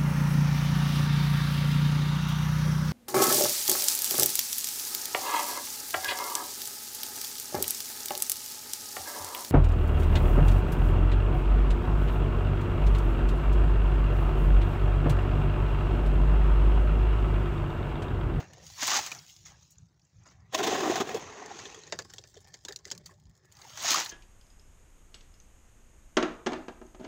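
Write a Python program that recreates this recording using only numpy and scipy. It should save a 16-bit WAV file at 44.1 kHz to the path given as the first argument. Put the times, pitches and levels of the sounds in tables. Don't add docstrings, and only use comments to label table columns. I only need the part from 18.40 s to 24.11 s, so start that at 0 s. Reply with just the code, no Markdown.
import sys
import numpy as np
from scipy import signal
from scipy.fft import rfft, irfft
from scipy.io import wavfile
from scipy.ndimage import uniform_filter1d, map_coordinates

SR = 44100
rng = np.random.default_rng(int(sys.argv[2]) if len(sys.argv) > 2 else 0)


def ratio_of_db(decibels):
    return 10 ** (np.asarray(decibels, float) / 20)


def store_wav(level_fs):
    pcm = np.round(np.clip(np.atleast_2d(level_fs), -1, 1) * 32767)
    wavfile.write(sys.argv[1], SR, pcm.T.astype(np.int16))


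N = 252030

EDGES_HZ = (600, 2500, 8300)
# (frequency [Hz], density [dB per Hz])
WET_SPECTRUM = [(88, -69.5), (150, -18), (343, -6.5), (460, -12), (814, -2), (1210, -2.5), (1620, -5),
                (1860, -2.5), (2500, -6), (6550, -3), (9100, -25.5), (13300, -29.5), (15300, -17.5),
                (16500, -32)]
# (time [s], peak [dB], load [dB], t60 [s])
LUMPS = [(0.6543, -30, -9, 0.14), (0.8877, -55, -33, .035), (1.052, -37.5, -4.5, 0.28),
         (1.223, -50, -5, 0.072), (1.305, -50, -37.5, 0.076), (1.8527, -48, 2.5, 0.31),
         (1.908, -49.5, 1, 0.085), (4.6565, -34, -7, 0.094), (3.6503, -55, 17, 0.027),
         (3.696, -36, -5.5, 0.045), (3.9656, -41.5, -2, 0.08), (4.0, -68, 5, 0.11), (4.07, -59, 6.5, 0.1),
         (4.1331, -43, -9, 0.1), (4.3063, -38.5, 6.5, 0.039), (4.463, -53, 9, 0.11),
         (4.6932, -52, 9.5, 0.14)]


def along(points, hz):
    point_hz, values = np.transpose(points)
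    return np.interp(np.log(hz + 1), np.log(point_hz + 1), values)


def curves(rows, fade_s=0.042):
    time_s, *columns = np.transpose(rows)
    t = np.arange(N) / SR
    corners_s = [time_s[0] - fade_s, time_s[0], time_s[-1], time_s[-1] + fade_s]
    gate_db = np.interp(t, corners_s, [-70, 0, 0, -70])
    return [np.interp(t, time_s, column) for column in columns], gate_db


def wobble(rate_hz):
    knots = rng.standard_normal(int(N * rate_hz / SR) + 4)
    return map_coordinates(knots, [np.arange(N) * rate_hz / SR])


def coloured(x, gain):
    size = 2 ** 13
    cepstrum = irfft(np.log(gain(np.fft.rfftfreq(size, 1 / SR)) + 1e-6))
    cepstrum[1:size // 2] *= 2
    cepstrum[size // 2 + 1:] = 0
    kernel = irfft(np.exp(rfft(cepstrum)))[:size // 2]
    return signal.fftconvolve(x, kernel / np.linalg.norm(kernel))[:N]


def sounded(forces, gain):
    def below(hz, edge_hz):
        return 1 / (1 + (hz / edge_hz) ** (6 + edge_hz / 500))

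    low_hz, mid_hz, high_hz = EDGES_HZ
    parts = [lambda hz: below(hz, high_hz) - below(hz, mid_hz),
             lambda hz: below(hz, low_hz),
             lambda hz: below(hz, mid_hz) - below(hz, low_hz),
             lambda hz: 1 - below(hz, high_hz)]
    out = np.zeros(N)
    for force, part in zip(forces, parts):
        out += coloured(force, lambda hz: gain(hz) * np.sqrt(np.abs(part(hz))))
    return out


def grit(rate_hz, spread_db, life_s, smooth_db, lumps_db):
    sizes = np.minimum(rng.exponential(size=N), 3.5)
    starts = (rng.random(N) < rate_hz / SR) * ratio_of_db(2 * spread_db * sizes)
    grains = signal.lfilter([1], [1, -np.exp(-1 / (life_s * SR))], starts)
    power = grains / grains.mean() + ratio_of_db(2 * smooth_db)
    noise = rng.standard_normal((len(EDGES_HZ) + 1, N))
    force = np.sqrt(power) * ratio_of_db(lumps_db * wobble(80)) * noise
    return force / force.std()


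def shared(effort_db, load_db, rule):
    thud_db, thud_per_load, fizz_db, fizz_per_effort, fizz_per_load = rule
    thud = effort_db + thud_db + thud_per_load * load_db
    rasp = effort_db + load_db
    fizz = fizz_db - 45 + fizz_per_effort * (effort_db + 45) + fizz_per_load * load_db
    return np.array([effort_db, thud, rasp, fizz])


def stroke(rows, rule, fade_s=0.2):
    controls, gate_db = curves(rows, fade_s)
    return ratio_of_db(2 * (shared(*controls, rule) + gate_db))


def swells(rows, trim_db, rule, rise_s):
    t = np.arange(SR // 3) / SR
    push = np.zeros((4, N + SR))
    for time_s, peak_db, load_db, t60_s in rows:
        rise = rise_s + 0.016 * t60_s
        swell = (1 - np.exp(-t / rise)) ** 2 * ratio_of_db(-120 * t / t60_s)
        power = ratio_of_db(2 * shared(peak_db + trim_db, load_db, rule))[:, None]
        push[:, round(time_s * SR):][:, :len(t)] += power * swell / swell.max()
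    return push[:, :N]


def ringing(modes, floor, order=2):
    tops = [(mode_hz, db) for mode_hz, _, db in modes]

    def gain(hz):
        peaks = 0
        for mode_hz, width_hz, db in modes:
            response = hz * width_hz / (mode_hz ** 2 - hz ** 2 + 1j * hz * width_hz)
            peaks = peaks + ratio_of_db(db) * np.abs(response) ** order
        return floor + peaks / ratio_of_db(along(tops, hz))
    return gain


def patchy(x, depth_db, bins, frames):
    z = signal.stft(x, nperseg=512)[2]
    field = uniform_filter1d(rng.standard_normal(z.shape), bins, 0)
    field = uniform_filter1d(field, frames, 1)
    level_db = 10 * np.log10(np.sum(np.abs(z) ** 2, 0) + 1e-12)
    depth = depth_db * np.clip((-25.5 - level_db) / 30, 0.3, 1)
    gain = ratio_of_db(depth * field / field.std() - 0.115 * depth ** 2)
    return signal.istft(z * gain, nperseg=512)[1][:N]


def spreading():
    # (time [s], effort [dB], load [dB])
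    strokes = [
        [(0.0, -52, 6.5), (0.06, -68.5, 4.5), (0.24, -61, -4.5)],
        [(0.25, -57, -10), (0.36, -54, -13), (0.395, -44, -3), (0.426, -33.5, -10.5), (0.57, -28.5, -4),
         (0.61, -40.5, -5.5), (0.71, -48.5, -2), (0.858, -62.5, -4.5), (0.9, -54, -20)],
        [(5.118, -73.5, 1), (5.256, -58, 0), (5.348, -53.5, -7), (5.41, -42, -4.5), (5.49, -27, -6.5),
         (5.588, -31.5, -2.5), (5.686, -50, -4), (5.715, -50.5, -3)],
    ]
    # (time [s], effort [dB], load [dB])
    settle = [(0.92, -62, -19.5), (1.036, -61.5, -14), (1.112, -71, 10.5), (1.17, -69.5, -1),
              (1.24, -67.5, -16.5), (1.4, -76.5, -16), (1.58, -84.5, -25.5), (1.836, -75, 0.5),
              (2.102, -85.5, 12)]
    # (frequency [Hz], gain [dB])
    thin_layer = [(1200, -2), (3000, -3.5), (6000, 0), (11000, -3.5)]
    site_db = [
        [-86.5],
        [-81],
        [-83.5],
        [-95],
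    ]
    heaping = (3.4, 1.17, -20.5, 1.2, 1.5)
    on_slab = (-7.5, 2.5, -12, 0.7436, 0)
    settling = (-8, 1, -13, 1.4, -0.5)
    slumping = (-15.5, 6.5, -16.5, 1, -0.6)

    push = stroke(strokes[0], heaping) + stroke(strokes[1], on_slab) + stroke(strokes[2], on_slab)
    rest = stroke(settle, settling) + swells(LUMPS[:8], -16, slumping, rise_s=0.0011)
    rest += ratio_of_db(2 * np.array(site_db))
    force = grit(600, spread_db=1.0, life_s=0.00056, smooth_db=0.5, lumps_db=0.6)
    pushed = sounded(np.sqrt(push) * force, lambda hz: ratio_of_db(along(WET_SPECTRUM, hz)))
    settled = sounded(np.sqrt(rest) * force[:, ::-1],
                      lambda hz: ratio_of_db(along(WET_SPECTRUM, hz) + along(thin_layer, hz)))
    return patchy(pushed + settled, 3.6, bins=2, frames=8)


def wind():
    # (time [s], strength [dB])
    gust_levels = [(0.0, -57), (0.83, -64.5), (1.06, -57.5), (1.72, -67), (1.91, -59), (2.07, -56),
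                   (2.4, -60), (2.77, -51.5), (3.15, -57.5), (3.62, -58), (4.18, -62), (4.42, -66),
                   (4.6, -55.5), (5.06, -64), (5.3, -62), (5.5, -55), (5.6, -54.5), (5.71, -64)]
    # (frequency [Hz], density [dB per Hz])
    rumble_spectrum = [(15, -64), (25, -27), (65, -9.5), (86, -5.5), (168, -10), (227, -28.5), (300, -40.5),
                       (390, -66), (660, -120)]
    lumps_db = 2.5 * wobble(7) + 1.5 * wobble(18)
    gusts = ratio_of_db(curves(gust_levels)[0][0] + lumps_db)
    rumble = coloured(rng.standard_normal(N), lambda hz: ratio_of_db(along(rumble_spectrum, hz)))
    return patchy(gusts * rumble, 4, bins=1, frames=14)


def landings(rows, spectrum, rule):
    t = np.arange(SR // 8) / SR
    forces, rings = np.zeros((4, N + SR)), np.zeros(N + SR)
    lasts = np.array([[1], [1.8], [1.3], [1.15]])
    rise_s = np.array([[0.0002], [0.003], [0.001], [0.0002]])
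    crack_share = [[1], [0], [0.5], [1]]
    blow_share = np.array([0.46, 0.26, 0.45, 1])
    for time_s, peak_db, weight_db, stone_hz, sharp_db in rows:
        at, draw = round(time_s * SR), rng.standard_normal((5, len(t)))
        t60_s = max(0.061 + 0.00075 * weight_db, 0.02)
        splash = (1 - np.exp(-t / rise_s)) * ratio_of_db(-60 * t / (t60_s * lasts)) * draw[:4]
        splash += 2.05 * ratio_of_db(-60 * t / 0.0065) * draw[:4] * crack_share
        splash[:, 0] += 9 * np.sign(draw[4, 4]) * blow_share
        levels_db = shared(peak_db - 19.0, weight_db + 2.0, rule) + [0, 0, 0, sharp_db]
        forces[:, at:at + len(t)] += ratio_of_db(levels_db)[:, None] * splash

        pitches_hz = stone_hz * np.exp(np.array([0, 0.3]) * draw[4, 1:3])[:, None]
        tones = np.sin(2 * np.pi * np.minimum(pitches_hz, 7200) * t)
        rings[at:at + len(t)] += ratio_of_db(peak_db - 13.0 - 60 * t / (0.7 * t60_s)) * (tones.T @ [0.8, 0.3])
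    return sounded(forces[:, :N], lambda hz: ratio_of_db(along(spectrum, hz))) + rings[:N]


def falling_stones():
    # (time [s], peak [dB], weight [dB], stone [Hz])
    crumb_rows = [(0.134, -35.5, -13, 1780), (0.1815, -43, -10, 6750), (0.2663, -33.5, -18, 6400),
                  (0.301, -34.5, -13, 796), (0.4256, -23, 10, 1510), (0.4775, -13, -0.5, 5840),
                  (0.5172, -19, 8, 2930), (0.5418, -18.5, 0, 7200), (0.5902, -18, 1.5, 874),
                  (0.664, -25.5, -6, 6650), (0.7169, -22, -5.5, 2950), (0.7494, -32.5, -3.5, 6100),
                  (0.7881, -39, -5.5, 5380), (0.775, -51, -25, 6250), (0.864, -42, -23, 6890),
                  (0.888, -50, -22, 3170), (0.964, -38, -25, 6530), (1.356, -53, -25, 6340),
                  (1.383, -55, -30.5, 7330), (1.457, -58, -18.5, 6460), (1.596, -53.5, -36.5, 5400),
                  (5.1167, -47, -8, 7030), (5.1692, -36.5, -56, 6400), (5.216, -36, -4, 6500),
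                  (5.243, -41, -30, 780), (5.374, -26, 0.5, 6330), (5.4806, -19.5, 2.5, 6180),
                  (5.506, -11, -15, 6480), (5.5435, -12.5, -12, 4460), (5.4365, -23, -18, 6660),
                  (5.517, -11, -15, 4160), (5.6003, -17, -22, 6050), (5.6607, -26, -3, 4160)]
    # (time [s], peak [dB])
    sparks = [(0.429, -30.5), (0.471, -26.5), (0.6637, -31.5), (4.481, -54), (4.661, -37), (4.799, -53),
              (4.8365, -57), (4.896, -53.5), (4.952, -54), (4.966, -56.5), (4.976, -54.5), (5.027, -72),
              (5.046, -60), (5.054, -50.5), (5.123, -43), (5.424, -30.5), (5.648, -33)]
    # (time [s], peak [dB], weight [dB])
    ticks = [(3.061, -31, -19), (3.2539, -33.5, 3), (3.3137, -39, -20), (3.814, -47, -25),
             (3.197, -42, -13), (3.469, -41, -25), (2.557, -20.5, -3), (2.745, -24.5, -5),
             (4.005, -47, -35), (4.021, -48, -29), (4.141, -31.5, -4.5), (4.389, -40.5, -8),
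             (4.446, -44, -28), (4.475, -38, -8), (4.492, -47, -17.5), (5.405, -29.5, -31),
             (5.1525, -46, -16), (5.2965, -36.5, -7), (5.693, -29, -25), (5.698, -28.5, -13),
             (5.1893, -43, -18)]
    # (time [s], peak [dB], weight [dB], stone [Hz], sharpness [dB])
    first_run = [(3.1898, -29, 1, 1890, -40), (3.3453, -32, -3, 3300, -24), (3.436, -34, -10, 4060, -44),
                 (3.475, -35.5, -27, 1850, -46.5), (3.5231, -23, 2.5, 4800, -42),
                 (3.5241, -20, 2.5, 3670, -53), (3.5894, -19.5, -1, 1696, -32),
                 (3.6217, -36, -24, 4670, -20), (3.7366, -29, -10.5, 1860, -22),
                 (3.783, -26.5, -12.5, 3320, -34), (3.8387, -38, -3.5, 4560, -36),
                 (3.8736, -44, -28, 4470, -12), (3.9424, -42, -4, 5600, -30),
                 (3.9545, -41.5, -10, 3650, -32)]
    # (time [s], peak [dB], weight [dB], stone [Hz], sharpness [dB])
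    second_run = [(4.045, -43, -24, 5800, -24), (4.0807, -43, -27, 4660, -26),
                  (4.2502, -23, -14, 3540, -28.5), (4.2848, -23.5, -4.5, 3800, -25),
                  (4.324, -29.5, -8.5, 4630, -21), (4.361, -21.5, -32, 5720, -26),
                  (4.4532, -28.5, -17, 2000, -25), (4.481, -39.5, -2, 4740, -16.5),
                  (4.503, -29.5, -24, 4530, -25), (4.5138, -19.5, -9.5, 3240, -27),
                  (4.518, -18.5, -20, 4820, -40), (4.5502, -38, -3, 5000, -15),
                  (4.578, -31, -43, 5330, -16), (4.74, -49, -18, 4130, -25),
                  (4.855, -49, -30.5, 5040, -26.5)]
    # (time [s], effort [dB], load [dB])
    trickle = [(3.5, -62.5, -1), (3.6, -60, -1), (3.9, -69.5, -10), (4.08, -70, 0), (4.31, -70.5, -9),
               (4.55, -71.5, 3.5), (4.75, -79, -8), (5.1, -78, 3.5)]
    # (frequency [Hz], density [dB per Hz])
    gravel_spectrum = [(88, -27.5), (150, -10), (281, -6), (386, 1), (656, -6), (1310, -11.5), (1790, -6.5),
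                       (2500, -15), (4690, -7), (6420, -6.5), (7510, -10), (8620, -27.5), (13000, -38),
                       (15300, -25.5), (16500, -35.5)]
    # (frequency [Hz], width [Hz], gain [dB])
    hollow_modes = [(373.6, 26, -3.5), (599, 20, -14), (791, 56, -8), (1090, 45, -13), (1750, 200, -8),
                    (3200, 170, -18), (3660, 92, -10), (4970, 890, -5.5)]
    loose = (-0.5, 1, -15.5, 1, -1)
    thumping = (-2, 1.13, -23, 0, 0.17)
    dropping = (-4, 0.5, 12.5, 1.47, 0.02)
    crumbling = (-11, 0.96, 10, 1.28, -0.15)

    push = stroke(trickle, loose) + swells(LUMPS[8:], -15.5, thumping, rise_s=0.0012)
    force = grit(310, spread_db=4.5, life_s=0.00069, smooth_db=-0.5, lumps_db=2.0)
    ring = ringing(hollow_modes, ratio_of_db(-3))
    shifting = sounded(np.sqrt(push) * force, lambda hz: ratio_of_db(along(gravel_spectrum, hz)) * ring(hz))

    crumbs = [(*row, -23) for row in crumb_rows]
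    small = [(time_s, db, weight_db, 6200, -25) for time_s, db, weight_db in ticks]
    small += [(time_s, db, -20, 6800, -3.5) for time_s, db in sparks]
    drops = landings(first_run + second_run + small, gravel_spectrum, dropping)
    drops = drops + landings(crumbs, WET_SPECTRUM, crumbling)
    return patchy(shifting, 3.5, bins=3, frames=12) + patchy(drops, 2.5, bins=4, frames=6)


def booms():
    # (time [s], peak [dB], panel [Hz], length [s])
    boom_rows = [(2.143, -30, 635, 0.028), (2.146, -29.5, 1038, 0.013), (2.193, -33, 690, 0.016),
                 (2.195, -34, 350, 0.04), (2.27, -27.5, 437, 0.021), (2.318, -30, 366, 0.013),
                 (2.352, -35, 1110, 0.012), (2.383, -37, 364, 0.027), (2.422, -25.5, 363, 0.017),
                 (2.448, -28, 770, 0.017), (2.442, -32.5, 314, 0.059), (2.494, -26.5, 368, 0.02),
                 (2.515, -26, 672, 0.012), (2.554, -29.5, 764, 0.026), (2.605, -23.5, 388, 0.021),
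                 (2.598, -32, 239, 0.025), (2.691, -31, 467, 0.0097), (2.745, -26.5, 443, 0.014),
                 (2.751, -32, 443, 0.014), (3.961, -57.5, 407, 0.029), (3.964, -53, 666, 0.0071),
                 (3.738, -59.5, 770, 0.015), (3.694, -60.5, 1750, 0.015), (3.845, -68, 1760, 0.023),
                 (4.256, -57, 960, 0.016), (4.281, -47, 1650, 0.0094), (4.328, -50.5, 1790, 0.0077),
                 (4.569, -63, 1130, .015), (4.726, -69, 597, 0.038), (0.422, -43, 271, 0.015),
                 (0.471, -36.5, 1050, 0.011), (0.532, -35, 1210, 0.016), (0.584, -34, 810, 0.012),
                 (0.715, -36.5, 2420, 0.008), (4.286, -54, 396, 0.026), (4.305, -47, 440, 0.011),
                 (4.46, -50, 395, 0.014), (5.232, -51.5, 867, 0.0085), (5.25, -49, 880, 0.0082),
                 (5.267, -53, 760, 0.016), (5.298, -63, 965, 0.017), (5.33, -61, 620, 0.039),
                 (5.445, -36.5, 714, 0.0094), (5.511, -35.5, 310, 0.01), (5.544, -25.5, 1153, 0.0065),
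                 (5.554, -26, 1255, 0.0095)]
    out = np.zeros(N + SR)
    draws = rng.standard_normal((len(boom_rows), 2))
    for (time_s, peak_db, panel_hz, length_s), (drift, phase) in zip(boom_rows, draws):
        u = np.linspace(0, 1, int(1.3 * length_s * SR) + 2)
        turn = 2 * np.pi * np.cumsum(panel_hz * (1 + 0.025 * drift * (u - 0.5))) / SR
        swell = np.sin(np.pi * u ** 0.67)
        out[round(time_s * SR):][:len(u)] += ratio_of_db(peak_db) * swell * np.sin(turn + 2 * phase)
    rattle_db = 3.5 * wobble(220)
    return out[:N] * ratio_of_db(rattle_db)


def clinks():
    # (time [s], peak [dB], pitch [Hz], length [s])
    clink_rows = [(0.568, -33, 6480, 0.0048), (0.786, -44, 5300, .006), (0.888, -56, 3240, 0.013),
                  (1.05, -52.5, 6170, 0.02), (1.303, -62.5, 6500, 0.03), (1.382, -53.5, 6700, 0.0043),
                  (2.559, -37, 1700, 0.013), (2.6, -38, 3530, .012), (2.6, -34.5, 1142, 0.017),
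                  (2.875, -46, 1145, .02), (2.923, -55, 1964, .02), (3.018, -39.5, 800, 0.011),
                  (3.107, -43, 795, 0.013), (3.165, -55, 440, 0.01), (3.254, -43.5, 3870, 0.009),
                  (3.702, -52, 6500, 0.0055), (3.784, -47, 4300, 0.0074), (3.966, -55.5, 3270, 0.0085),
                  (3.968, -50, 478, 0.01), (4.141, -44.5, 4650, 0.0065), (4.142, -60, 1900, 0.0097),
                  (4.308, -54, 2000, 0.0057), (4.658, -44.5, 4600, 0.0068), (4.662, -62, 1830, 0.01),
                  (4.693, -51.5, 1030, 0.0057), (5.053, -70, 1816, 0.037), (5.145, -64.5, 1750, 0.01),
                  (5.194, -59, 900, .012), (5.217, -50, 4530, 0.0051), (5.294, -51, 4580, 0.0054),
                  (5.402, -40, 3760, 0.0084), (5.659, -34, 3860, 0.0036)]
    # (time [s], peak [dB], stone [Hz])
    dust = [(1.1962, -57, 6060), (1.2281, -54, 6420), (1.2745, -58, 5690), (1.3194, -51, 6670),
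            (1.4094, -66, 6900), (1.4854, -63, 4930), (1.6157, -60.5, 5340), (1.6482, -59.5, 6560),
            (1.7294, -69, 5660), (1.7868, -64, 5700), (1.8346, -57, 6160), (1.873, -51, 6450),
            (1.8981, -53, 6300), (1.969, -66, 6180), (2.0018, -62, 5900)]
    spread = 0.09
    out = np.zeros(N + SR)
    rows = clink_rows + [(time_s, db - 8, hz, 0.0065) for time_s, db, hz in dust]
    draws = rng.standard_normal((len(rows), 2, 9, 1))
    for (time_s, peak_db, pitch_hz, length_s), (detune, phase) in zip(rows, draws):
        u = np.linspace(0, 1, int(1.6 * length_s * SR) + 2)
        turn = 2 * np.pi * pitch_hz * np.exp(spread * detune) * np.arange(len(u)) / SR
        cluster = np.sin(turn + 2 * phase).sum(0)
        out[round(time_s * SR):][:len(u)] += ratio_of_db(peak_db - 8.5) * np.sin(np.pi * u ** 0.55) * cluster
    return out[:N]


def scraping():
    # (time [s], effort [dB], load [dB])
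    drag_rows = [(2.12, -62.5, -5), (2.184, -48.5, 6), (2.31, -36, 1.5), (2.428, -39, 3.5),
                 (2.62, -42, 1.5), (2.64, -51, 7), (2.692, -44.5, 3), (2.775, -52, 9)]
    # (time [s], peak [dB], load [dB], t60 [s])
    slips = [(2.1234, -42, 2.5, .12), (2.1335, -34.5, 3, 0.085), (2.144, -18.5, -5.5, 0.054),
             (2.174, -29, -3, 0.082), (2.185, -25.5, 2.5, 0.073), (2.1972, -38.5, 16, 0.054),
             (2.2259, -24.5, 0, 0.21), (2.2623, -26, 1, 0.053), (2.2714, -25, 3.5, 0.047),
             (2.311, -42, 19.5, 0.074), (2.3494, -35, 13, 0.035), (2.3844, -40.5, -6, 0.045),
             (2.424, -36, 13, 0.15), (2.4502, -36, 12, 0.3), (2.4943, -30, 3.5, 0.13),
             (2.5556, -27.5, 2, 0.12), (2.599, -27.5, 7, 0.08), (2.6898, -32.5, 10, 0.029),
             (2.7432, -35.5, -5, 0.19)]
    # (frequency [Hz], density [dB per Hz])
    steel_spectrum = [(71, -37.5), (120, -10), (380, 0.5), (551, -6.5), (766, -1), (885, -10.5),
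                      (1230, -18), (1860, -15.5), (4510, -26.5), (6530, -22), (8890, -38), (13400, -42),
                      (15200, -31), (16500, -35.5)]
    # (frequency [Hz], width [Hz], gain [dB])
    tub_modes = [(417, 73, -4.5), (749, 24, 4.5), (1066, 62, -24), (1890, 21, -14.5), (2510, 86, 8.5),
                 (2610, 12, 2), (3480, 470, -14)]
    # (time [s], effort [dB], load [dB])
    back = [(2.795, -49, 4), (2.857, -54, 5.5), (3.053, -56, 8), (3.203, -50, -0.5), (3.343, -54.5, -0.5),
            (3.5, -61.5, -4)]
    # (frequency [Hz], density [dB per Hz])
    slide_spectrum = [(88, -47.5), (150, -4.5), (434, 4.5), (571, -6), (1050, -7), (1280, -10), (1860, -12),
                      (5070, -20.5), (6420, -14), (9500, -44), (13300, -49.5), (15300, -39.5), (16500, -61)]
    # (frequency [Hz], width [Hz], gain [dB])
    loaded_modes = [(416, 69, -1), (815, 120, -2.5), (1060, 41.6, -3), (1860, 170, -10), (2550, 37, -12.5)]
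    on_tub = (-1, 1.76, -20.5, 1.2, 1.5)
    catching = (-2.5, 0.703, -9.5, 0.85, 0)
    sliding = (-3.5, 1.07, -22, 1, 0)

    push = stroke(drag_rows, on_tub, fade_s=0.14) + swells(slips, -8.5, catching, rise_s=0.0029)
    coarse = grit(790, spread_db=5.0, life_s=0.00076, smooth_db=5.5, lumps_db=1.5)
    ring = ringing(tub_modes, 1.06, order=1)
    drag = sounded(np.sqrt(push) * coarse, lambda hz: ratio_of_db(along(steel_spectrum, hz)) * ring(hz))

    slip_back = stroke(back, sliding, fade_s=0.017)
    fine = grit(900, spread_db=2.0, life_s=0.00066, smooth_db=1.5, lumps_db=1.0)
    dull_ring = ringing(loaded_modes, ratio_of_db(3))
    slide = sounded(np.sqrt(slip_back) * fine, lambda hz: ratio_of_db(along(slide_spectrum, hz)) * dull_ring(hz))
    return patchy(drag, 4, bins=2, frames=4) + patchy(slide, 2.5, bins=3, frames=4)


def scene():
    return (spreading() + wind() + falling_stones() + booms() + clinks() + scraping())[None]


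def low_pass(x):
    return signal.sosfilt(signal.butter(12, 17000, fs=SR, output="sos"), x)


def record(dry):
    port_hz, port_width_hz, port_db = 6750, 1090, 3.83
    bass_cut_hz, top_hz = 35, 15850
    hz = np.fft.rfftfreq(N, 1 / SR)
    port = ratio_of_db(port_db / (1 + (2 * (hz - port_hz) / port_width_hz) ** 2))
    bass_cut = hz ** 3 / (hz ** 3 + bass_cut_hz ** 3)
    top = ratio_of_db(-31.5 / (1 + np.exp(np.clip((top_hz - hz) / 25, -50, 50))))
    mix = irfft(rfft(dry) * port * bass_cut * top, N)
    return low_pass(mix)


dry = scene()
out = record(dry)
store_wav(out)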